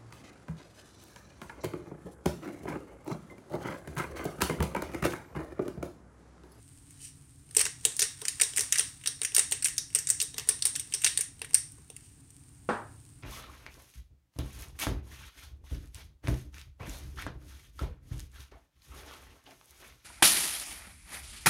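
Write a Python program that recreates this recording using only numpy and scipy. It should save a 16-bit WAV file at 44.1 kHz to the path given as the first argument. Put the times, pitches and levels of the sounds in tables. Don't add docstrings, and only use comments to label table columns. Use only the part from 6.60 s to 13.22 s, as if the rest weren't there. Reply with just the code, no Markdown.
import sys
import numpy as np
from scipy import signal
from scipy.fft import rfft, irfft
from scipy.io import wavfile
from scipy.ndimage import uniform_filter1d

SR = 44100
rng = np.random.default_rng(int(sys.argv[2]) if len(sys.argv) > 2 else 0)


def inscribe(sig):
    pcm = np.round(np.clip(np.atleast_2d(sig).T, -1, 1) * 32767)
    wavfile.write(sys.argv[1], SR, pcm.astype(np.int16))


def boost(x):
    u = np.asarray(x, float) / 20
    return 10 ** u


N = 292150

# start_s, snap_db, upper_burr_db, lower_burr_db
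CRACKS = [(0.966, -4, -20, -26), (0.9923, -10.5, -22, -18), (1.0117, -11.5, -13, -17),
          (1.2507, -5, -17.5, -20.5), (1.4059, -24, 2, -15), (1.4186, -10.5, -13, -15.5),
          (1.682, -14.5, -8, -19.5), (1.8123, -8.5, -10, -24), (1.9725, -11.5, -23, -18),
          (1.993, -14, -13, -24.5), (2.0071, -11.5, -21, -21), (2.1235, -7.5, -12.5, -18),
          (2.1835, -11.5, -11, -23), (2.4733, -12.5, -12, -16.5), (2.7474, -5.5, -24, -33),
          (2.7644, -6.5, -22, -16.5), (2.7805, -8, -18, -22), (2.7928, -10.5, -6.5, -16),
          (2.9213, -9.5, -29, -17.5), (3.0563, -12.5, -19, -16), (3.3487, -7.5, -26, -23.5),
          (3.356, -17, -10, -13), (3.5009, -7.5, -15.5, -25), (3.8883, -5.5, -22, -21),
          (4.0529, -5.5, -26.5, -20.5), (4.4447, -7, -13, -16), (4.4727, -17, -3, -21),
          (4.574, -13.5, -11, -21.5), (4.608, -11, -30, -24.5), (4.9436, -4.5, -20, -28.5)]
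# start_s, snap_db, upper_burr_db, lower_burr_db
LESSER_CRACKS = [(1.0047, -20.5, -5, -11.5), (1.053, -17.5, -8, -18), (1.3944, -7, -20.5, -28),
                 (1.4246, -15, -1.5, -15.5), (1.4359, -21.5, -9, -16), (1.6521, -22, -10, -10.5),
                 (1.8324, -15.5, -12, -24.5), (1.9615, -16, -19, -23.5), (1.9806, -13, -21, -19.5),
                 (2.1938, -10.5, -18, -20), (2.206, -21, -9, -10.5), (2.4592, -22, -5.5, -9.5),
                 (2.616, -21.5, -9.5, -14.5), (2.6482, -14.5, -11, -17), (3.044, -9.5, -20, -31),
                 (3.0504, -24, -1.5, -32), (3.0838, -21, -15, -13), (3.18, -13, -7, -20.5),
                 (3.3868, -15, -18, -21.5), (3.4705, -24.5, 1, -18), (3.6012, -17, -8, -17),
                 (3.6147, -15, -11, -20), (3.7812, -15.5, -19, -16), (4.0224, -19, -4.5, -15.5),
                 (4.068, -17, -19, -33), (4.1533, -24, -7.5, -16), (4.1958, -19, -18, -22), (4.338, -18, -4, -21),
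                 (4.463, -11.5, -15, -13.5), (4.949, -22, -3, -12.5)]
# start_s, snap_db, both_burrs_db
CRUMBS = [(0.9486, -24, -14.5), (0.9823, -16, -9), (1.0645, -21, -6.5), (1.366, -19.5, -27),
          (1.6157, -26, -8.5), (1.7983, -22, -2), (2.0207, -22, -37), (2.1415, -21, -10.5),
          (2.1565, -22, -2.5), (2.1764, -19, -10), (2.632, -21, -11), (2.9111, -17, -22),
          (3.0236, -18.5, -13.5), (3.0689, -16, -18.5), (3.398, -35, -16), (3.488, -15.5, -16),
          (3.6242, -13, -22), (3.7963, -25, -11), (3.9083, -28, -9.5), (3.9908, -35, -12),
          (4.16, -17.5, -13), (4.3233, -29, -8), (4.3457, -18, -13.5), (4.418, -22, -16.5),
          (4.4367, -25.5, -1), (4.589, -25.5, -12), (4.8164, -26, -6.5), (4.8456, -32, -4.5),
          (4.9652, -30, -24), (4.9823, -27, -30)]
# centre_hz, width_hz, level_db
LOWER_BURR = [(1700, 37, -65), (2680, 110, -1)]
# centre_hz, width_hz, level_db
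AIR_COLUMN = [(1860, 260, 1), (3720, 180, 0), (5620, 280, 1)]


def evened(x):
    return x / np.sqrt(np.mean(x ** 2) + 1e-20)


def read(points, hz):
    f, value = np.transpose(points)
    return np.interp(np.log(hz + 1), np.log(f + 1), value)


def colour(x, points):
    gain_db = np.maximum(read(points, abs(np.fft.fftfreq(4096, 1 / SR))), -100)
    log_gain = np.log(boost(gain_db))
    taps = np.fft.ifft(np.exp(np.conj(signal.hilbert(log_gain)))).real[:2048]
    return signal.oaconvolve(x, taps)[:len(x)]


def band(x, lo_hz, hi_hz):
    edges_hz = [lo_hz, min(hi_hz, SR / 2 - 100)]
    return signal.sosfilt(signal.butter(2, edges_hz, "bandpass", fs=SR, output="sos"), x)


def ring(x, modes):
    return sum(boost(db) * signal.lfilter(*signal.iirpeak(hz, hz / width, SR), x) for hz, width, db in modes)


def add(mix, s, sound):
    part = mix[round(s * SR):][:len(sound)]
    part += sound[:len(part)]


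def grains(per_s, spread_db):
    size = boost(spread_db * np.minimum(rng.exponential(1, N), 5)) * rng.standard_normal(N)
    return evened(size * (rng.random(N) < per_s / SR))


def hum():
    # pitch_hz, level_db
    spectrum = [(12, -8.5), (20, -16.5), (65, 1.5), (144, 1), (188, -15), (242, -15), (275, -6.5),
                (393, -27), (427, -24), (549, -37), (677, -32), (1440, -35.5), (1600, -35), (1700, -36.5),
                (3000, -40.5), (3900, -67), (6600, -120)]
    swell_db = 1.0 * evened(uniform_filter1d(rng.standard_normal(N), 5000))
    shape = boost(read(spectrum, np.fft.rfftfreq(N, 1 / SR)))
    rumble = irfft(rfft(rng.standard_normal(N)) * shape, N)
    return boost(-52 + swell_db) * evened(rumble)


def kitchen(x):
    # pitch_hz, t60_s
    decay = [(300, 0.16), (790, 0.27), (2090, 0.32), (5510, 0.36), (9000, 0.33), (14600, 0.15)]
    out, t = np.zeros(N), np.arange(N) / SR
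    for k in range(3):
        taps = np.zeros(SR // 2)
        at = np.arange(80, SR // 2 - 20, 20)
        taps[at + rng.integers(0, 20, len(at))] = rng.choice([-1., 1.], len(at))
        hz, when, z = signal.stft(taps, SR, nperseg=256)
        fading = boost(-60 * when / read(decay, hz)[:, None])
        tail = signal.istft(z * fading, SR, nperseg=256)[1]
        share = np.sqrt(2 / 3) * np.cos(2 * np.pi * (7 * t + k / 3))
        out += signal.oaconvolve(x * share, tail / np.linalg.norm(tail))[:N]
    return out


def sizzle():
    # pitch_hz, level_db
    spectrum = [(1500, -7), (3000, -2), (6000, 0.5), (9000, 2.5), (12000, 4), (16000, 3)]
    swell_db = .7 * evened(uniform_filter1d(rng.standard_normal(N), 4000))
    fizz = grains(5000, 5.8) + boost(2.5) * rng.standard_normal(N)
    return boost(-64.0 + swell_db) * evened(colour(fizz, spectrum))


def set_down():
    # start_s, level_db
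    contacts = [
        (6.0894, -19),
        (6.101, -49),
        (6.122, -45),
    ]
    # pitch_hz, level_db, t60_s
    worktop = [(223.3, 0.5, 0.33), (384, -5, 0.45), (490, 9.5, 0.12), (590, -7.5, 1.3), (815, -4, 0.45),
               (938, -5, 0.77), (1124, 0, 0.097), (1360, -28, 0.064), (1700, -22, 1.3), (1840, -27, 0.47),
               (3400, -42, 0.25), (4160, -38, 0.93)]
    # pitch_hz, level_db
    thud = [(100, -13), (250, -4.5), (600, -7.5), (1100, -4.5), (1750, -10.5), (2000, -19.5), (4000, -35),
            (9000, -48.5), (15000, -60)]
    t, blows = np.arange(SR // 2) / SR, np.zeros(N)
    for s, db in contacts:
        blows[round(s * SR)] = boost(db)
    slab = sum(boost(db - 60 * t / min(t60, .4) - 14.0) * np.sin(2 * np.pi * hz * t) for hz, db, t60 in worktop)
    rattle = colour(rng.standard_normal(len(t)) * boost(-60 * t / 0.39), thud)
    boom = boost(-18.0 - 60 * t / 1.2) * (1 - np.exp(-t / 0.093)) * np.sin(2 * np.pi * 108 * t)
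    contact_rise = 1 - np.exp(-t / 0.00024)
    response = (slab + boom + boost(8.5) * rattle) * contact_rise
    return signal.oaconvolve(blows, response)[:N]


def rustle():
    # centre_s, half_length_s, level_db
    slides = [
        (0.448, 0.034, -51),
        (5.455, 0.041, -64),
    ]
    t = np.arange(N) / SR
    swell = sum(boost(db) * np.exp(-.5 * ((t - s) / half) ** 2) for s, half, db in slides)
    slide = swell * grains(9000, 2.2)
    return band(slide, 3400, 15000) + ring(slide, [(3040, 480, 1.7), (5900, 140, 2.3)])


def grit():
    # start_s, level_db
    pressure = [(0.25, -56), (0.35, -52.5), (0.422, -55), (0.6, -69), (0.85, -84), (0.95, -53),
                (1.37, -47.5), (1.7, -43), (2.3, -42.5), (2.391, -50), (2.55, -50.5), (3.5, -57),
                (3.85, -49), (4.18, -52), (4.5, -42), (4.75, -68), (5.1, -54.5), (5.6, -70)]
    spill_db, spill_s = -26.5, 0.033
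    load_db, load_s = -4.5, 0.0067
    t, spills = np.arange(N) / SR, np.zeros(N)
    for s, db, *_ in CRACKS + LESSER_CRACKS:
        spills[round(s * SR)] = boost(db + spill_db)
    s, db = np.transpose(pressure)
    level = boost(np.interp(t, s, db, -120, -120))
    level += signal.lfilter([1], [1, -np.exp(-1 / (spill_s * SR))], spills)
    level += boost(load_db) * signal.lfilter([1], [1, -np.exp(-1 / (load_s * SR))], spills[::-1])[::-1]
    ticks = level * grains(5000, 2.5)
    return boost(-13.5) * band(ticks, 870, 27000) + boost(-48.5) * ring(ticks, AIR_COLUMN + LOWER_BURR)


def knocks():
    # start_s, level_db
    slips = [(0.967, -37), (1.005, -34.5), (1.054, -42.5), (1.251, -38.5), (1.397, -43), (1.418, -39),
             (1.62, -45), (1.812, -40), (1.984, -42.5), (2.19, -40), (2.47, -44.5), (2.615, -44),
             (2.778, -37.5), (2.919, -44), (3.358, -52), (3.614, -49), (3.781, -40.5), (3.892, -33.5),
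             (4.053, -43.5), (4.339, -47), (4.446, -38.5), (4.59, -52), (4.816, -46)]
    return [(s, db - 40, 0, 0, 40 - 3) for s, db in slips]


def chips(count):
    pause_s, lead_s = .07, .06
    chip_db, rise_db, spread_db = -42, 14.5, 4.5
    # upper_burr_db, lower_burr_db, shell_db
    parts_db = [-11, -9, -23.5]
    s = np.sort([row[0] for row in CRACKS + LESSER_CRACKS + CRUMBS])
    starts = s[np.diff(s, prepend=0) > pause_s]
    early, *odd = rng.random((len(starts), count, 5)).T
    early = (np.arange(count)[:, None] + .2 + .8 * early) / count
    db = chip_db - rise_db * early
    parts = [mean + spread_db * 3.5 * (u - .5) for mean, u in zip([db] + parts_db, odd)]
    return [tuple(row) for row in np.reshape([starts - lead_s * early] + parts, (5, -1)).T]


def breaks():
    snap_db, shell_db, onset_s = -7.0, -41, .0006
    big = [(s, db, up + 6.5, low + 8.5) for s, db, up, low in CRACKS + LESSER_CRACKS]
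    small = [(s, db, both + 0, both + 3.5) for s, db, both in CRUMBS]
    return [(s + onset_s, db + snap_db, up, low, shell_db) for s, db, up, low in big + small]


def mill(snap, upper, lower, knock):
    # centre_hz, width_hz, level_db
    upper_burr = [(3820, 38, -0.5), (4280, 124, -12.5), (5690, 140, -9)]
    # centre_hz, width_hz, level_db
    shell = [(433.4, 62, 1), (750, 25, -19)]
    top = boost(7.5) * band(snap, 7540, 15150)
    high = boost(11.5) * band(upper, 4130, 6650) + boost(18.5) * ring(upper, upper_burr)
    low = boost(17.5) * band(lower, 1593, 3174) + boost(12.5) * ring(lower, LOWER_BURR)
    body = boost(36.5) * ring(knock, shell) + boost(19.0) * band(knock, 383, 1110)
    return top - high + low + body


def cracks(rows, gain_db, splinter_s, splinter_db):
    t = np.arange(-60, 800) / SR
    give = boost(-8.0) * np.exp(np.minimum(t, 0) / .0003)
    lasting = splinter_s * np.array([[1], [.8], [.8], [.8]])
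    shape = boost(splinter_db) * np.where(t < 0, give, np.exp(-t / lasting))
    far = boost(np.array([-0.3, -3.5, -1.0, 8.0]))
    near, jolts = np.zeros((2, 4, N))
    draws = rng.standard_normal((len(rows), 2, 860))
    for (s, db, *parts_db), (noise, lumps) in zip(rows, draws):
        burst = shape * noise * boost(2.5 * evened(uniform_filter1d(lumps, size=25)))
        burst *= np.linalg.norm(shape[0]) / np.linalg.norm(burst[0])
        burst[:, 60] += 1.15 * np.sign(noise[60])
        level = boost(gain_db + db + np.array([0] + parts_db))
        lag, echo_sign = 4 + int(abs(lumps[0]) * 9), np.sign(lumps[1])
        burst += .6 * echo_sign * np.roll(burst, lag, axis=1)
        for k in range(4):
            add(near[k], s + t[0], 0.85 * level[k] * burst[k])
        jolts[:, round(s * SR)] += 0.9 * level * far
        jolts[:, round(s * SR) + lag] += .5 * echo_sign * level * far
    return np.array([mill(*near), mill(*jolts)])


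def scene():
    # start_s, snap_db, upper_burr_db,
    # lower_burr_db, shell_db
    spits = [(0.223, -59, -19, -20, -24), (0.3072, -40, -29, -18, -36), (0.4173, -44, -14, -25, -30),
             (1.3928, -21.5, -12, -5, -27), (1.8165, -12, -32, -11.5, -39), (1.9355, -42, 3, 2, -15),
             (3.743, -45, 5, 3, -8), (4.9088, -43.5, -16, -8, -14), (0.9105, -42.5, -16, -6, -30),
             (5.1198, -41.5, -31.5, -31, -45), (5.1835, -53.5, -15, -23, -11), (5.3012, -39, -13, -9, -17),
             (5.3649, -36.5, -19, -10, -51), (5.705, -45.5, -10, -28, -43), (6.316, -66, -15, -17, -9),
             (6.3875, -66.5, -19, -21, -20)]
    fractures = cracks(breaks() + knocks() + chips(count=2), 0.33, 0.0055, -11.5)
    near, jolts = fractures + cracks(spits, -1.0, 0.0028, -8.5)
    scrape = grit() + rustle()
    sent = boost(0.53) * jolts + boost(-8.5) * scrape
    room = kitchen(sent + ring(sent, AIR_COLUMN))
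    return (near + scrape + room + set_down() + sizzle() + hum())[None]


def gate(x, shut_db, open_db, depth_db):
    treble = band(x, 1700, 20000)
    power_db = 10 * np.log10(abs(uniform_filter1d(treble ** 2, size=900)) + 1e-12)
    cut_db = depth_db * np.clip((open_db - power_db) / (open_db - shut_db), 0, 1)
    return x - treble * (1 - boost(-cut_db))


def top_cut(x):
    return signal.sosfilt(signal.butter(12, 16810, fs=SR, output="sos"), x)


def record(dry):
    # pitch_hz, level_db
    port = [(20, -7.5), (5000, 4.5), (5650, 4.5), (6100, 4.5), (7600, 7), (8600, 15.5), (9000, 15.5),
            (9900, 5.5), (10800, -2.5), (13000, -6), (15600, -8), (15900, -21), (16600, -22), (16800, -76)]
    rounded = np.tanh(colour(dry[0], port))
    gated = gate(rounded, -59.0, -42.5, 2.7)
    low_pass = signal.firwin(401, 16600, window=("kaiser", 9), fs=SR)
    cut = signal.oaconvolve(gated, low_pass, "same")
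    return top_cut(cut[None])


dry = scene()
out = record(dry)
inscribe(out)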